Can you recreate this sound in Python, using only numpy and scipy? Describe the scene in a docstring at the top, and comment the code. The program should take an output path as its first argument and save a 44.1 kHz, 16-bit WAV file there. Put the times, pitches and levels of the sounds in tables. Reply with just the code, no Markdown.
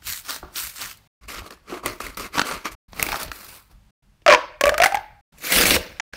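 """Five short scenes at a table in a small, echoing room, with brief silences between them. First, hands squeeze
two mesh balls, and the wet gel beads inside click past each other. Next, scissors rasp and catch through a
paper bag. Then the paper swishes as a ribbed plastic tube is pulled out. The tube is stretched and pushed shut:
its ribs flip over and set the air inside ringing in hollow pops. Last, a paper pouch is torn open. All along,
sharp clicks and snaps ring out and hands bump softly on the table."""
import sys
import numpy as np
from scipy import signal
from scipy.fft import rfft, irfft, next_fast_len
from scipy.io import wavfile
from scipy.ndimage import uniform_filter1d

SR = 44100
rng = np.random.default_rng(int(sys.argv[2]) if len(sys.argv) > 2 else 0)


def persist_wave(psi):
    """Save psi, clipped to +-1, as 16-bit WAV."""
    counts = np.round(np.clip(psi, -1, 1) * 32767).astype(np.int16)
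    wavfile.write(sys.argv[1], SR, np.atleast_2d(counts).T)


N = 271656

# Tone colours, or how strong each pitch is: f/Hz, level/dB
ROOM_TONE_COLOUR = [(88, -37), (150, -9.5), (182, -17), (457, -26), (888, -23), (4950, -32), (6020, -34),
                    (16000, -42.5)]
RUMBLE_COLOUR = [(12, -36.5), (20, -2), (49, 8.5), (73, 3), (108, -1.5), (140, -7), (162, -12), (200, -6),
                 (260, -23.5), (440, -120)]
BEAD_COLOUR = [(88, -42.5), (150, -26.5), (286, -9), (321, -16), (805, -11), (1390, 10.5), (3420, 8),
               (4410, 8.5), (10400, -6), (14200, -2.5), (16000, -6)]
SCISSOR_COLOUR = [(88, -42), (150, -19.5), (240, -11), (466, -13), (871, -19.5), (1140, -1.5), (1830, -9),
                  (2140, -2.5), (3550, -15), (4490, -10), (4860, -13), (14200, -18), (16000, -24.5)]
BAG_COLOUR = [(88, -40), (150, -10), (745, -12.5), (1260, -6.5), (1760, -12), (2360, -8.5), (3040, -16),
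              (4410, -11.5), (6770, -20.5), (14800, -19.5), (16000, -21)]
TUBE_WALL_COLOUR = [(120, -23.5), (350, -11), (900, -8.5), (2400, -1), (3800, -6), (6000, -3), (9000, -4.5),
                    (16000, -9.5)]
POUCH_COLOUR = [(88, -39.5), (150, 2), (334, 4), (383, -1.5), (504, 7.5), (979, -8.5), (2700, -3),
                (3160, -9), (4080, -6), (7620, -16.5), (9440, -16.5), (14000, -18.5), (16000, -18)]
MIC_COLOUR = [(7500, -0.5), (9400, 1), (9900, 1.5), (10300, -2), (12500, 0.5)]  # the microphone's opening rings just under 10 kHz
# The room's steady hush, one value for each stretch of sound: level/dB
ROOM_TONE_LEVELS = [-61, -65, -65, -67.5, -58, -58.5]
# Soft bumps of the hands, felt through the table: t/s, level/dB
HAND_BUMPS = [(.1, -45), (.45, -45), (.66, -47.5), (.85, -48.5), (1.27, -51), (1.4, -41), (1.73, -58),
              (1.89, -40.5), (2.08, -42), (2.22, -42), (2.4, -59), (2.55, -47), (2.73, -48), (2.92, -49),
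              (3.02, -45), (3.12, -39.5), (3.28, -39), (3.5, -54), (3.76, -55), (3.86, -56.5), (4.12, -68),
              (4.319, -42.5), (4.68, -34.5), (4.82, -38), (4.97, -45), (5.12, -55), (5.58, -33),
              (5.68, -29), (5.77, -27.5), (5.92, -49)]
# Hand strokes, at full strength at t. Level is the middle band; body and hiss are relative to it:
# t/s, rise/s, hold/s, fall/s, level/dB, body/dB, hiss/dB
SQUEEZE_STROKES = [(.08, 0.042, 0.11, 0.054, -31, -15, 3), (.255, 0.028, .03, 0.025, -44.5, -12, -0.5),
                   (.3, 0.053, 0.066, 0.062, -32, -7, -1.5), (.43, 0.0035, 0.17, 0.026, -56, 10.5, -14),
                   (.57, 0.036, 0.11, 0.11, -31.5, -12.5, 4), (.76, 0.027, 0.027, 0.0314, -45.5, -15, 5.5),
                   (.815, 0.07, 0.099, 0.061, -33.5, -8, -0.5)]
CUT_STROKES = [(1.235, 0.04, 0.021, .02, -53, -3, -10), (1.285, 0.01, 0.11, .05, -35, -9, -7),
               (1.47, 0.086, 0.0041, .03, -44.5, 4, -6), (1.506, 0.0034, 0.02, .06, -47, 4, -6.5),
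               (1.7, 0.046, 0.087, .04, -39.5, 4, -11), (1.835, 0.013, 0.029, .02, -44, 8, -9),
               (1.862, 0.013, 0.0067, .11, -29.5, -3, -9), (2.003, .006, 0.069, .1, -36, -4, -6),
               (2.172, .004, .095, .03, -34.5, -3, -6), (2.34, 0.019, 0.027, 0.015, -32, -8, -12.5),
               (2.365, .02, .055, .02, -33, -11, -5), (2.46, .025, 0.085, .1, -30, -3, -8),
               (2.655, 0.012, 0.0033, .05, -25.5, -4, -14), (2.72, 0.016, 0.012, .02, -42.5, -7.5, -3)]
PULL_STROKES = [(3.0, 0.081, 0.177, 0.076, -34.5, -3.5, -3.5), (3.2, 0.032, 0.044, 0.038, -32.5, -7, -3.5),
                (3.275, 0.013, 0.0073, 0.035, -38.5, -3.5, -23), (3.33, 0.022, 0.22, .13, -46, -7.5, 2.5),
                (3.71, 0.035, 0.0076, 0.068, -61.5, 2, -2)]
TEAR_STROKES = [(5.385, 0.0051, 0.0083, 0.019, -55.5, -3.5, 4), (5.45, 0.056, 0.098, .03, -30.5, -10, 0),
                (5.53, 0.065, 0.11, 0.023, -18.5, -7.5, -0.5),
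                (5.657, 0.017, 0.034, 0.029, -18.5, -5, -0.5), (5.71, 0.02, 0.046, 0.043, -17, -7, -4.5),
                (5.8, 0.013, 0.019, 0.25, -40, -3, -14), (6.135, .005, .03, 0.13, -45, -1, -9)]
# Clicks of the beads in the first scene, creases that snap and blades that catch later on, and at 0.43 s a ball
# knocking the table: t/s, level/dB, ring f/Hz, # thud/dB, thud f/Hz, hiss/dB
CLICKS_AND_SNAPS = [(.021, -40, 1400, -13, 300, -24), (.1914, -41, 4300, -26, 300, 1),
                    (.3172, -30, 4460, -18, 300, -15), (.4279, -48, 1350, 20, 355, -18),
                    (.5586, -17.5, 4470, -22, 294, -22), (.7577, -32.5, 1320, -33, 300, -4),
                    (.815, -17, 4500, -38, 300, -21), (0.971, -46.5, 4270, -27, 300, 6),
                    (1.382, -24.5, 1300, -12, 352, -24), (1.418, -39, 1100, 4, 300, -20),
                    (1.475, -37, 4020, -11, 350, -5), (1.506, -27.5, 1240, -16, 430, -6),
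                    (1.523, -33.5, 4530, -22, 350, -9), (1.534, -46, 2500, -17, 350, -1.5),
                    (1.722, -35, 1130, 12.5, 363, -26), (1.74, -40, 1130, 10, 340, -26),
                    (1.8592, -13, 1950, -8, 357, 2), (2.0028, -19.5, 1300, -5, 433, -14),
                    (2.0657, -22, 1950, -20, 346, -5.5), (2.145, -37.5, 4500, -10, 357.5, -5.5),
                    (2.171, -23, 1060, -7, 318, 0), (2.1959, -23, 1070, -12, 636, -6),
                    (2.3545, -19.5, 1230, -5.5, 250, -21.5), (2.3724, -19, 1270, -4, 303, -27),
                    (2.3785, -12, 1230, -5, 243, -25.5), (2.3828, -9, 1197, -8.5, 250, -20.5),
                    (2.394, -4, 1180, -8, 252, -25), (2.4154, -5.5, 1400, -12, 267, -28.5),
                    (2.5117, -18.5, 1280, -15.5, 460, -23), (2.6545, -17.5, 1090, -7.5, 300, -21),
                    (2.9307, -31, 960, -2, 200, -23.5), (2.9956, -13, 2100, -9.5, 460, -7.5),
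                    (3.0174, -21, 1170, -30, 395, -8.5), (3.0265, -3.5, 2400, -16, 345, -1),
                    (3.0649, -17, 2270, -9, 316, -6.5), (3.0869, -16, 1420, -11.5, 786, -20.5),
                    (3.1188, -13.5, 2340, -20, 640, -9.5), (3.127, -15.5, 1290, -7, 816, -29),
                    (3.1418, -15.5, 1290, -5.5, 630, -20), (3.1574, -16.5, 1260, -25, 300, -14.5),
                    (3.2304, -25, 4360, -9, 643, 9), (3.3159, -15, 1440, -19, 290, -9),
                    (4.2178, -49, 2560, -5, 334, -16), (5.5677, -10.5, 2300, -23, 490, -6.5),
                    (5.6114, -13.5, 2840, -25, 665, -8.5), (5.6366, -11.5, 2770, -5, 200, -15),
                    (5.654, -6.5, 2620, -15, 277, -19), (5.7064, -2.5, 2770, -18, 415, -5),
                    (5.7639, -8.5, 1720, -6, 489, -23.5), (5.9983, -11.5, 1504, -21, 767, -40),
                    (6.1344, -24, 1590, -11, 540, -31)]
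# Ribs of the tube flipping over: t/s, level/dB, rib f/Hz, lowest air tone/dB, crack/dB
RIB_POPS = [(4.2632, -0.5, 1330, -4, -29), (4.2782, -1.5, 1490, -15.5, -33.5), (4.2834, -4.5, 2580, 4, -28),
            (4.2884, -10.5, 1466, 10, -26.5), (4.2969, -1.5, 2170, -17, -32), (4.3024, -1, 1260, -4, -32),
            (4.3074, -0.5, 2320, -21, -31), (4.3144, -5, 2150, -5, -26), (4.3204, -6, 2420, -9, -29),
            (4.3246, -0.5, 1240, -5.5, -37), (4.3322, -8, 2510, -7, -21), (4.3363, 0, 1450, -31, -27),
            (4.346, -0.5, 2400, -13.5, -31.5), (4.6099, -6, 1570, -6.5, -9.5),
            (4.6374, -6.5, 2460, 2.5, -12), (4.6551, -8, 1540, -4, -7.5), (4.6674, -11, 2430, 5.5, -12),
            (4.6778, -13, 2350, 1, -6), (4.692, -7.5, 1560, 0, -10.5), (4.7204, -29, 1270, 20.5, -24),
            (4.7416, -10.5, 1200, -9, -18.5), (4.7795, -10.5, 1480, -10, -6.5),
            (4.8005, -7.5, 2120, 4.5, -18), (4.8179, -4.5, 2090, -8.5, -14.5),
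            (4.8224, -7, 2080, -1.5, -17.5), (4.8349, -2.5, 1586, -30, -13),
            (4.8404, -1.5, 1455, -19.5, -9.5), (4.8464, -9, 1485, -14, -6), (4.8584, -3.5, 2050, -2, -7.5),
            (4.8654, -13.5, 1500, -3.5, -4.5), (4.875, -18.5, 1500, 1.5, -15), (4.9217, -21, 1370, 7, -12),
            (4.9442, -12, 2280, 5, -12), (4.9524, -14.5, 1650, 1, -10), (4.9701, -20, 1636, 4.5, -38)]
# The pitch of the air in the tube sinks as it is stretched and climbs as it is shut: t/s, f/Hz
TUBE_PITCH = [(4.26, 707), (4.31, 569), (4.36, 478), (4.45, 520), (4.6, 547), (4.8, 658), (4.86, 791.5),
              (4.92, 775), (5.0, 857)]
# How long the echo takes to fade by 60 dB: f/Hz, fade/s
ECHO_FADES = [(200, 0.26), (600, 0.46), (1400, 0.51), (4000, 0.51), (8000, 0.27), (14000, 0.47)]
# Standing waves, the pitches the room favours: f/Hz, width/Hz, level/dB
STANDING_WAVES = [(350, 85, 9.5), (606, 87, 2.5), (880, 100, 3.5)]
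# The silences: start t/s, end t/s
SILENCES = [(1.074, 1.214), (2.75, 2.885), (3.906, 4.027), (5.21, 5.324), (6.004, 6.129)]


def amp(db):
    """Turn decibels into a factor to multiply by."""
    return 10 ** (np.asarray(db) / 20)


def unit(x):
    """Scale a sound to an average strength (rms) of 1."""
    return x / np.sqrt(np.mean(x ** 2) + 1e-20)


def along(points, hz):
    """Read between the rows of a table, on a log frequency scale."""
    freqs, values = np.transpose(points)
    return np.interp(np.log(hz + 1), np.log(freqs + 1), values)


def curve(points):
    """Join (time, value) points into one value per sample."""
    return np.interp(np.arange(N) / SR, *np.transpose(points))


def filtered(x, response):
    """Scale each frequency of x by response(hz)."""
    size = next_fast_len(x.shape[-1] + 8192)
    return irfft(rfft(x, size) * response(np.fft.rfftfreq(size, 1 / SR)), size)[..., :x.shape[-1]]


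def resonance(f, hz, width_hz):
    """A filter peak of height 1 that rings at hz."""
    return 1j * f * width_hz / (hz ** 2 - f * f + 1j * f * width_hz)


def three_bands(x, colour):
    """Colour a sound and split it into low body, middle and high hiss, all equally strong."""
    low = lambda hz: 1 / (1 + (hz / 950) ** 6)
    high = lambda hz: 1 - 1 / (1 + (hz / 6500) ** 8)
    bands = filtered(x, lambda hz: colour(hz) * np.array([low(hz), 1 - low(hz) - high(hz), high(hz)]))
    return [unit(band) for band in bands]


def patchy(x, depth_db):
    """Make random patches of time and pitch louder or softer."""
    spectrum = signal.stft(x, nperseg=256)[2]

    def patches(bins, frames):
        across_pitch = uniform_filter1d(rng.standard_normal(spectrum.shape), bins, axis=0)
        return unit(uniform_filter1d(across_pitch, frames, axis=1))

    gain = amp(depth_db * (patches(bins=5, frames=4) + 0.9 * patches(bins=3, frames=30)))
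    return signal.istft(spectrum * gain, nperseg=256)[1][:len(x)]


def stroke_loudness(strokes, sag_db_per_s):
    """Each stroke rises, sags while held, then falls. One sag each for body, middle and hiss."""
    t, power = np.arange(N) / SR, np.zeros((3, N))
    swing_db = 25  # gained in one rise time, lost in one fall time
    for at, rise, hold, fall, db, body_db, hiss_db in strokes:
        away = np.clip(at - t, 0, None) / rise + np.clip(t - at - hold, 0, None) / fall
        held = np.clip(t - at, 0, hold)
        near = away < 4
        full_db = db + np.c_[[body_db, 0, hiss_db]]
        level_db = full_db - swing_db * away[near] - np.c_[sag_db_per_s] * held[near]
        power[:, near] += amp(2 * level_db)
    return np.sqrt(power)


def crackle(strokes, colour, sag_db_per_s, slips_per_s, spread_db, grain_s, steady, patch_db):
    """Countless tiny slips: noise jumps at each one, then dies back to a steady rub."""
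    slips = rng.random(N) < slips_per_s / SR
    sizes = slips * amp(spread_db * np.clip(rng.standard_normal(N), -2, 2))
    jumps = signal.lfilter([1], [1, -np.exp(-1 / (grain_s * SR))], sizes)
    rubbing = rng.standard_normal(N) * (unit(jumps) + steady)
    rubbing = patchy(rubbing, patch_db)  # the rub grows louder and softer in patches of time and pitch
    bands = three_bands(rubbing, lambda hz: amp(along(colour, hz)))
    return np.sum(stroke_loudness(strokes, sag_db_per_s) * bands, axis=0)


def burst(t, rise_s, fade_s, colour):
    """A puff of noise in three bands, each peaking at 1, with 40 samples of lead-in."""
    puff = rng.standard_normal(len(t)) * (1 - np.exp(-(t / rise_s) ** 2)) * amp(-60 * t / fade_s)
    return [band / np.max(np.abs(band)) for band in three_bands(np.pad(puff, (40, 0)), colour)]


def room_tone():
    """A faint hush whose level is set anew after each silence."""
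    hush = unit(filtered(rng.standard_normal(N), lambda hz: amp(along(ROOM_TONE_COLOUR, hz))))
    stretch = np.searchsorted([end for start, end in SILENCES], np.arange(N) / SR)
    return amp(ROOM_TONE_LEVELS)[stretch] * hush


def hand_bumps():
    """A low rumble swells each time the hands bump the table."""
    t = np.arange(N) / SR
    half_width_s, resting_db = 0.04, -58.5
    rumble = unit(filtered(rng.standard_normal(N), lambda hz: amp(along(RUMBLE_COLOUR, hz))))
    bumps = sum(amp(db) * np.exp(-((t - at) / half_width_s) ** 2) for at, db in HAND_BUMPS)
    return (amp(resting_db) + bumps) * rumble


def squeeze_balls():
    """Wet beads squeeze past each other in fine clicks."""
    return crackle(SQUEEZE_STROKES, BEAD_COLOUR, sag_db_per_s=[110, 90, 70],
                   slips_per_s=1200, spread_db=6, grain_s=0.0005, steady=1.1, patch_db=1.5)


def clicks_and_snaps():
    """A bead clicks or a crease snaps: it rings briefly at its own pitch and thuds as a whole."""
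    out, t = np.zeros(N + SR), np.arange(SR // 10) / SR
    for at, db, fold_hz, thud_db, thud_hz, hiss_db in CLICKS_AND_SNAPS:
        length = amp(-0.12 * (db + 20))  # louder snaps are shorter
        fold = lambda f: amp(13) * resonance(f, fold_hz, width_hz=320 / length)
        sheet = lambda f: 1 + fold(f) - amp(16.5) * resonance(f, thud_hz, width_hz=64)
        thud, middle, hiss = burst(t, rise_s=length * 0.0008, fade_s=length * 0.018, colour=sheet)
        snap = middle + amp(thud_db) * thud + amp(hiss_db) * hiss
        out[round(at * SR) - 40:][:len(snap)] += amp(db) * snap
    return out[:N]


def cut_bag():
    """Scissor blades rasp through the paper bag."""
    return crackle(CUT_STROKES, SCISSOR_COLOUR, sag_db_per_s=[40, 30, 50],
                   slips_per_s=900, spread_db=3, grain_s=0.0025, steady=0.7, patch_db=1.5)


def pull_from_bag():
    """Paper swishes as the tube slides out."""
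    return crackle(PULL_STROKES, BAG_COLOUR, sag_db_per_s=[15, 8, 8],
                   slips_per_s=610, spread_db=-2.5, grain_s=0.0042, steady=0.53, patch_db=1.4)


def tube_pops():
    """Each rib cracks, rings and kicks the air in the tube, whose pitch follows the tube's length."""
    out, t = np.zeros(N + SR), np.arange(SR // 8) / SR
    push_starts_s = 4.5
    pitch = curve(TUBE_PITCH)
    running_phase = np.pad(2 * np.pi * np.cumsum(pitch) / SR, (0, SR), "edge")
    swell = 1 - np.exp(-t / 0.0012)  # the pressure wave needs a trip along the tube
    for at, db, rib_hz, lowest_db, crack_db in RIB_POPS:
        start = round(at * SR)
        rib = lambda f: 1 + amp(16) * resonance(f, rib_hz, width_hz=400)
        wall = lambda f: amp(along(TUBE_WALL_COLOUR, f)) * rib(f)
        knock, middle, hiss = burst(t, rise_s=0.00044, fade_s=0.023, colour=wall)
        blur = 0.013 * np.cumsum(rng.standard_normal(len(t)))  # the flexing wall blurs the pitch
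        phase = running_phase[start:start + len(t)] - running_phase[start] + blur
        octaves_up = np.log2(pitch[start] / pitch[round(push_starts_s * SR)])
        overtone_db = (-5 if at < push_starts_s else -4.5) - 15 * octaves_up
        overtones = np.sin(1.97 * phase) + amp(-8) * np.sin(2.95 * phase)
        air = amp(lowest_db - 60 * t / 0.062) * np.sin(phase)
        air += amp(overtone_db - 60 * t / 0.055) * overtones
        pop = middle + amp(crack_db) * hiss + amp(-12) * knock + np.pad(swell * air, (40, 0))
        out[start - 40:][:len(pop)] += amp(db) * pop
    return out[:N]


def tear_pouch():
    """The paper pouch rips open with a loud rasp."""
    return crackle(TEAR_STROKES, POUCH_COLOUR, sag_db_per_s=[8, 3, 12],
                   slips_per_s=530, spread_db=10.5, grain_s=0.0017, steady=2.74, patch_db=2.46)


def room_echo(x):
    """Each pitch of the echo dies at its own speed; a few standing waves stick out."""
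    hz, t, noise = signal.stft(rng.standard_normal(SR // 2), SR, nperseg=256)
    tail = signal.istft(noise * amp(-60 * t / along(ECHO_FADES, hz)[:, None]), SR, nperseg=256)[1]
    peaks = lambda f: sum(amp(db) * resonance(f, centre, width) for centre, width, db in STANDING_WAVES)
    tail = filtered(tail, lambda f: 1 + peaks(f))
    echo = signal.fftconvolve(np.pad(x, (300, 0)), tail / np.linalg.norm(tail))[:N]
    return patchy(echo, depth_db=1.5)  # moving hands stir the echoes


def scene():
    """Add up everything on the table and its echo, in one channel."""
    crackles = squeeze_balls() + cut_bag() + pull_from_bag() + tear_pouch()
    snaps, pops = clicks_and_snaps(), tube_pops()
    echo = room_echo(amp(-18.5) * crackles + amp(-13.5) * snaps + amp(-16) * pops)
    return (crackles + snaps + pops + echo + room_tone() + hand_bumps())[None]


def record(dry):
    """Round off the peaks and mute the silences; the microphone colours the treble, which ends steeply."""
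    rounded = dry / (1 + np.abs(dry) ** 6) ** (1 / 6)
    on_off = curve([point for start, end in SILENCES
                    for point in [(start, 1), (start + 0.0025, 0), (end - 0.004, 0), (end, 1)]])
    below = lambda hz, edge_hz: np.clip((edge_hz - hz) / 300, 0, 1) ** 2
    microphone = lambda hz: amp(along(MIC_COLOUR, hz)) * below(hz, 15950) + amp(-43.5) * below(hz, 16850)
    return filtered(rounded * on_off, microphone)


dry = scene()
out = record(dry)
persist_wave(out)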